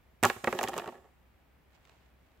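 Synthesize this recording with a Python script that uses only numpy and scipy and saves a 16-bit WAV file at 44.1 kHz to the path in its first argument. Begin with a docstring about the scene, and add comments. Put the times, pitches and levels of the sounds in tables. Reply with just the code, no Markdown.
"""Quiet outdoor air and the low drone of a far engine come first and stay throughout.
A plastic gold pan is tossed onto a wire sieve lying on a rock: it lands hard, bounces, then wobbles
on its rim to rest. Grit hisses on the shaken mesh and the banks around answer faintly.
Later a rubber boot scuffs stony ground."""
import sys
import numpy as np
from scipy import signal
from scipy.fft import rfft, irfft, next_fast_len
from scipy.io import wavfile
from scipy.ndimage import map_coordinates

SR = 44100
rng = np.random.default_rng(int(sys.argv[2]) if len(sys.argv) > 2 else 0)


def master_out(mix):
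    """Clip the mix to full scale and print it as 16-bit PCM to the path in sys.argv[1]."""
    frames = np.transpose(np.atleast_2d(mix))
    ceiling = np.clip(frames, -1, 1)
    pcm = np.round(ceiling * 32767).astype(np.int16)
    wavfile.write(sys.argv[1], SR, pcm)


N = 105840


def amp(db):
    return 10 ** (np.asarray(db) / 20)


def unit_rms(x):
    return x / np.sqrt(np.mean(x ** 2) + 1e-20)


def unit_energy(x):
    return x / np.sqrt(np.sum(x ** 2, axis=-1, keepdims=True) + 1e-20)


def along(points, hz):
    """Interpolate (Hz, value) points on a log axis."""
    point_hz, values = np.transpose(points)
    return np.interp(np.log(hz + 1), np.log(point_hz + 1), values)


def curves(rows):
    """One value per sample for each column after the time."""
    times_s, *columns = np.transpose(rows)
    return [np.interp(np.arange(N) / SR, times_s, column) for column in columns]


def filtered(x, response):
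    """Zero-phase filter with gain response(hz)."""
    size = next_fast_len(N + 2048, True)
    return irfft(rfft(x, size) * response(np.fft.rfftfreq(size, 1 / SR)), size)[..., :N]


def coloured(x, points, size=2048):
    """Minimum-phase filter through (Hz, dB) points."""
    gain = amp(along(points, np.fft.rfftfreq(size, 1 / SR)))
    cepstrum = irfft(np.log(gain))
    cepstrum[1:size // 2] *= 2
    cepstrum[size // 2 + 1:] = 0
    impulse = irfft(np.exp(rfft(cepstrum)))[:size // 2]
    length = x.shape[-1]
    padded = next_fast_len(length + size // 2, True)
    return irfft(rfft(x, padded) * rfft(impulse, padded), padded)[..., :length]


def add(track, start_s, sound):
    room = track[..., round(start_s * SR):][..., :sound.shape[-1]]
    room += sound[..., :room.shape[-1]]


def grains(per_s, spread_db):
    """Two trains of tiny random impacts."""
    impacts = (rng.random((2, N)) < per_s / SR) * rng.choice([-1, 1], (2, N))
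    return impacts * amp(spread_db * rng.standard_normal((2, N)))


# Air spectrum. Each row: frequency in Hz, gain in dB.
AIR_SPECTRUM = [(15, -45), (25, -21.5), (45, -10.5), (65, -6), (90, -10.5), (240, -16), (389, -20.5),
                (631, -21), (800, -21.5), (1200, -25), (2400, -27.5), (4000, -37.5), (6400, -44),
                (10000, -44.5), (13000, -39.5), (15500, -39)]
# Each row: frequency in Hz, left-right correlation.
AIR_CORRELATION = [(60, 0.83), (500, 0.23), (2000, .4), (8000, .1)]


def air(level_db=-66):
    """Steady outdoor noise, most alike left and right in the bass."""
    def mid_side_gain(hz):
        angle = np.arccos(along(AIR_CORRELATION, hz)) / 2
        return amp(along(AIR_SPECTRUM, hz)) * [np.cos(angle), np.sin(angle)]

    mid, side = filtered(rng.standard_normal((2, N)), mid_side_gain)
    return amp(level_db) * unit_rms(np.array([mid + side, mid - side]))


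def far_engine(level_db=-69, drone_hz=64.6):
    """One low tone, wavering slightly in level and pitch."""
    def waver(per_s):
        return map_coordinates(rng.standard_normal(200), [np.arange(N) * per_s / SR], mode="mirror")

    waver_db = 1.3 * waver(per_s=8)
    hz = drone_hz + 1.2 * waver(per_s=7)
    return amp(level_db) * unit_rms(amp(waver_db) * np.sin(2 * np.pi * np.cumsum(hz) / SR))


# Shell modes. Each row: frequency in Hz, relative level in dB, T60 in seconds.
PAN_MODES = [(212.5, -6.5, .06), (244.2, -12.5, 0.22), (362, -2, .08), (419.5, -2.5, 0.059),
             (546.7, -2, .07), (635.7, -4, 0.051), (737.2, -1.5, 0.065), (800, -2.5, 0.071),
             (887, 2, 0.042), (1095, -2, 0.057), (1250, -2.5, 0.021), (1365, -7, .035), (1678, 2, 0.029),
             (1893, 1.5, 0.027), (2760, -10, 0.017)]


def pan_shell(t, favour_db=0, vary_db=2):
    """Direct and scattered ring; the place of contact reweights the modes."""
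    hz, level_db, t60_s = np.transpose(PAN_MODES)
    hz = hz * (1 + 0.011 * rng.standard_normal(len(hz)))  # contact stiffens or loads the shell
    modes = amp(-60 * t / t60_s[:, None]) * np.sin(2 * np.pi * np.outer(hz, t))
    signs = rng.choice([-1, 1], (2, len(hz)))
    weights = signs * amp(level_db + favour_db + vary_db * rng.standard_normal(signs.shape))
    return unit_energy(weights @ modes)


# Pan contacts. Each row: start in seconds, level in dB, offsets in dB for bass, edge, snap and
# wire tick, favoured frequency in Hz.
CONTACTS = [(0.2287, -27.5, 4.5, -5, -5, 0, 784), (0.235, -25.5, -9.5, 4, 7, 7, 705),
            (0.2443, -22, -7.5, 1.5, -3, -12, 1430), (0.2514, -26.5, -2, 0, 5, 7, 1260),
            (0.256, -24.5, -2.5, -8, -5, -25, 1090), (0.2992, -32.5, -3, 6.5, 5.5, -4.5, 1490),
            (0.363, -48.5, 4.5, -3, -14, -16, 1090), (0.439, -45.5, 12, -10, -8, -12, 1846),
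            (0.443, -35.5, -6, 4, 3, -1, 540), (0.473, -29, 4, 4, -3.5, -17, 1830),
            (0.478, -28.5, 0, -8, -12, -18, 1176), (0.5265, -33, 3, 1, -2.5, -5, 583),
            (0.55, -52.5, 15.5, -10, -11, 6, 413), (0.589, -30.5, -9, 0, 5, -5, 800),
            (0.611, -34.5, 0, 0, -10, -2.5, 635), (0.6302, -31, -5.5, -16, -2, 3, 830),
            (0.638, -38.5, -8, 6, 9, 7, 1810), (0.646, -39, 0.5, -11, -17, -4, 860),
            (0.6753, -47, -5, 11.5, 15, -7, 1950), (0.685, -34.5, -1, -10, 1, 2.5, 804),
            (0.693, -40.5, -6, -6, -12, 2, 800), (0.733, -42.5, 0, 2.5, -1, -19, 1290),
            (0.7395, -40.5, -8, -3, 1, -3.5, 880), (0.765, -40.5, 4.5, -3.5, -1, -7, 577),
            (0.7793, -34.5, -2.5, -10, 1, 4, 910), (0.7858, -38.5, -4, -7, 4.5, -11, 854),
            (0.796, -42.5, -3, 0, 5, -8, 750), (0.818, -61.5, 18.5, 13.5, 7, -3.5, 370),
            (0.842, -45.5, -8, -4.5, -2.5, -15, 885), (0.859, -47.5, 4.5, 0, -1, -9, 840),
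            (0.876, -41.5, 0, -4, -2, -9, 672), (0.923, -50, -2, -13, -14, -17, 810)]
# Dense ringing of pan and mesh. Each row: frequency in Hz, gain in dB.
CLATTER_SPECTRUM = [(60, -19.5), (180, -3), (500, 1), (1200, 0.5), (2000, -8), (2900, -4.5), (4600, -16.5),
                    (6000, -13), (7700, -11.5), (10000, -19.5), (13000, -19), (16000, -24)]
# Bass, body, edge, snap and wire tick bands. Each row: level in dB, clatter T60 in seconds.
CONTACT_BANDS = [(-2, 0.082), (1, 0.063), (-3.5, 0.038), (-11, 0.021), (-13.5, 0.018)]
# Edges of those bands in Hz.
CONTACT_EDGES_HZ = [70, 600, 1400, 2400, 4700, 17000]


def pan_contacts(ring_db=2, crack_db=-3, clatter_db=-2, focus_db=11.5, focus_octaves=0.12):
    """Each contact is a crack, the shell's ring and a clatter; its hardness weights five bands."""
    t = np.arange(4096) / SR
    starts_s, level_db, bass_db, edge_db, snap_db, tick_db, focus_hz = np.transpose(CONTACTS)
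    octaves_off = np.log2(np.array(PAN_MODES)[:, 0] / focus_hz[:, None])
    favours_db = focus_db * np.exp(-(octaves_off / focus_octaves) ** 2)
    struck = amp(ring_db) * np.array([pan_shell(t, favour_db) for favour_db in favours_db])
    crack = unit_energy(coloured(signal.unit_impulse(len(t)), CLATTER_SPECTRUM))
    struck[:, 0] += amp(crack_db) * crack  # direct path only
    noise = unit_rms(coloured(rng.standard_normal(struck.shape), CLATTER_SPECTRUM))
    offsets_db = [bass_db, 0, edge_db, snap_db, tick_db]
    hits = 0
    for k, (band_db, t60_s) in enumerate(CONTACT_BANDS):
        bandpass = signal.butter(3, CONTACT_EDGES_HZ[k:k + 2], "band", fs=SR, output="sos")
        clatter = amp(clatter_db) * noise * unit_energy(amp(-60 * t / t60_s))
        band = unit_energy(signal.sosfilt(bandpass, struck + clatter))
        hits = hits + amp(level_db + band_db + offsets_db[k])[:, None, None] * band
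    out = np.zeros((2, N))
    for start_s, hit in zip(starts_s, hits):
        add(out, start_s, hit * np.sqrt(0.01 * SR))  # level as RMS over 10 ms
    return out


# Rim rolling on the mesh. Each row: time in seconds, rumble level in dB, grit level in dB.
ROLL_LEVELS = [(.22, -84, -86), (.25, -39, -35), (.3, -43.5, -48), (.35, -64, -68), (.42, -68, -71),
               (.47, -64, -51), (.56, -44.5, -53.5), (.64, -40, -49.5), (.71, -51, -65), (.78, -39.5, -52),
               (.83, -51.5, -65), (.89, -41, -68.5), (.91, -54.5, -68), (.95, -50, -73), (1.0, -61, -84.5),
               (1.06, -64.5, -83.5), (1.13, -82, -95)]
# Rumble spectrum. Each row: frequency in Hz, gain in dB.
RIM_SPECTRUM = [(60, -20.5), (200, -3.5), (400, 1), (850, -4), (1300, -9.5), (2000, -10.5), (3000, -16.5),
                (4500, -26.5), (15000, -50)]


def rolling_rim(bump_over_ring_db=2):
    """The rim bumps over the wires and keeps the shell ringing."""
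    rumble_db, _ = curves(ROLL_LEVELS)
    bumps = grains(per_s=350, spread_db=4)
    shell = pan_shell(np.arange(SR // 6) / SR, vary_db=0.5)
    ring = signal.fftconvolve(bumps, shell, axes=1)[:, :N]
    rumble = unit_rms(ring) + amp(bump_over_ring_db) * unit_rms(bumps)
    return amp(rumble_db) * unit_rms(coloured(rumble, RIM_SPECTRUM))


# Grit spectrum. Each row: frequency in Hz, gain in dB.
GRIT_SPECTRUM = [(300, -30), (1500, -1), (2900, 2.5), (4500, -3), (7500, -3.5), (9500, -10), (12500, -2),
                 (15500, -7.5)]


def grit():
    """Grit slides and hisses on the shaken mesh."""
    _, grit_db = curves(ROLL_LEVELS)
    return amp(grit_db) * unit_rms(coloured(grains(per_s=5000, spread_db=3.5), GRIT_SPECTRUM))


# Bank decay. Each row: frequency in Hz, T60 in seconds.
BANK_DECAY = [(150, .4), (1000, 0.51), (3000, .38), (8000, 0.88), (15000, 0.32)]
# Bank answer. Each row: frequency in Hz, gain in dB.
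BANK_SPECTRUM = [(100, -13), (400, -18.5), (1200, -18.5), (3000, -10), (7000, -18.5), (14000, -8)]


def banks(source, rise_s=0.006):
    """Rocks and banks answer diffusely, each frequency dying at its own rate."""
    hz, frame_s, spectra = signal.stft(rng.standard_normal((2, SR * 2 // 3)), SR, nperseg=256)
    decay = amp(-60 * frame_s / along(BANK_DECAY, hz)[:, None])
    _, tail = signal.istft(spectra * decay, SR, nperseg=256)
    tail = coloured(unit_energy(tail), BANK_SPECTRUM)
    tail *= 1 - np.exp(-np.arange(tail.shape[1]) / SR / rise_s)
    return signal.fftconvolve(source, tail, axes=1)[:, :N]


# Thuds. Each row: start in seconds, level in dB.
ROCK_THUDS = [(0.239, -28), (0.251, -28), (.365, -45.5), (.478, -53), (0.641, -41.5)]


def rock_thuds(hz=113, t60_s=0.1, rise_s=0.005):
    """The rock takes the weight of the landing with dull thuds."""
    t = np.arange(SR // 4) / SR
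    envelope = amp(-60 * t / t60_s) * (1 - np.exp(-t / rise_s))
    out = np.zeros(N)
    for start_s, level_db in ROCK_THUDS:
        add(out, start_s, amp(level_db) * envelope * np.sin(2 * np.pi * hz * t))
    return out


# Scuff. Each row: time in seconds, level in dB.
SCUFF_LEVELS = [(1.68, -87.5), (1.755, -68), (1.79, -78.5), (1.84, -72.5), (1.89, -67.5), (1.96, -72),
                (2.06, -75), (2.15, -84.5), (2.27, -76.5), (2.4, -84)]
# Stone clicks. Each row: start in seconds, level in dB.
STONE_CLICKS = [(1.8525, -62.5), (1.8952, -61), (2.318, -75), (2.375, -76)]
# Stone and sole spectra. Each row: frequency in Hz, gain in dB.
STONE_SPECTRUM = [(80, -21.5), (500, -2), (1500, -1), (2600, 0), (4000, -6), (5500, -12.5), (8000, -13.5),
                  (10000, -25), (15000, -29.5)]
SOLE_SPECTRUM = [(60, -16.5), (220, -2.5), (700, -1), (1500, -8), (4000, -26), (15000, -48.5)]


def boot(sole_db=-1.5, sole_lag_s=0.029, click_t60_s=0.012):
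    """Grit scuffs and stones click under the boot; the soft sole follows."""
    scuff_db, = curves(SCUFF_LEVELS)
    out = amp(scuff_db) * unit_rms(coloured(grains(per_s=2300, spread_db=5.5), STONE_SPECTRUM))
    sole = unit_rms(coloured(grains(per_s=1500, spread_db=4)[0], SOLE_SPECTRUM))
    add(out, sole_lag_s, amp(scuff_db + sole_db) * sole)
    t = np.arange(SR // 20) / SR
    for start_s, level_db in STONE_CLICKS:
        burst = rng.standard_normal((2, len(t))) * amp(-60 * t / click_t60_s)
        click = unit_energy(coloured(burst, STONE_SPECTRUM)) * np.sqrt(0.005 * SR)  # RMS 1 over 5 ms
        add(out, start_s, amp(level_db) * widen(click))
    return out


# Stereo width. Each row: frequency in Hz, side gain in dB.
SIDE_GAIN = [(100, -23.5), (600, -16.5), (1500, -11), (3000, -7.5), (7000, -4.5), (15000, -4)]


def widen(pair):
    """Left and right from a direct and a scattered sound; the treble is wider."""
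    direct, scattered = pair
    side = coloured(scattered, SIDE_GAIN)
    return np.array([direct + side, direct - side])


# Balance of the near sounds. Each row: frequency in Hz, left minus right in dB.
NEAR_BALANCE = [(60, 1.5), (380, -2.5), (2400, -2), (4400, -5.5), (7400, -10.5), (9300, -0.5), (11000, 2),
                (15000, 2)]


def scene():
    """Pan, sieve and boot close by, over air and engine."""
    pan_and_sieve = widen(pan_contacts() + rolling_rim()) + grit()
    near = pan_and_sieve + banks(pan_and_sieve) + rock_thuds() + boot()
    near = filtered(near, lambda hz: amp(np.outer([0.5, -0.5], along(NEAR_BALANCE, hz))))
    return near + air() + far_engine()


def record(dry, cutoff_hz=15800):
    """Steep low-pass on the top treble."""
    return filtered(dry, lambda hz: 1 / np.sqrt(1 + (hz / cutoff_hz) ** 300))


dry = scene()
out = record(dry)
master_out(out)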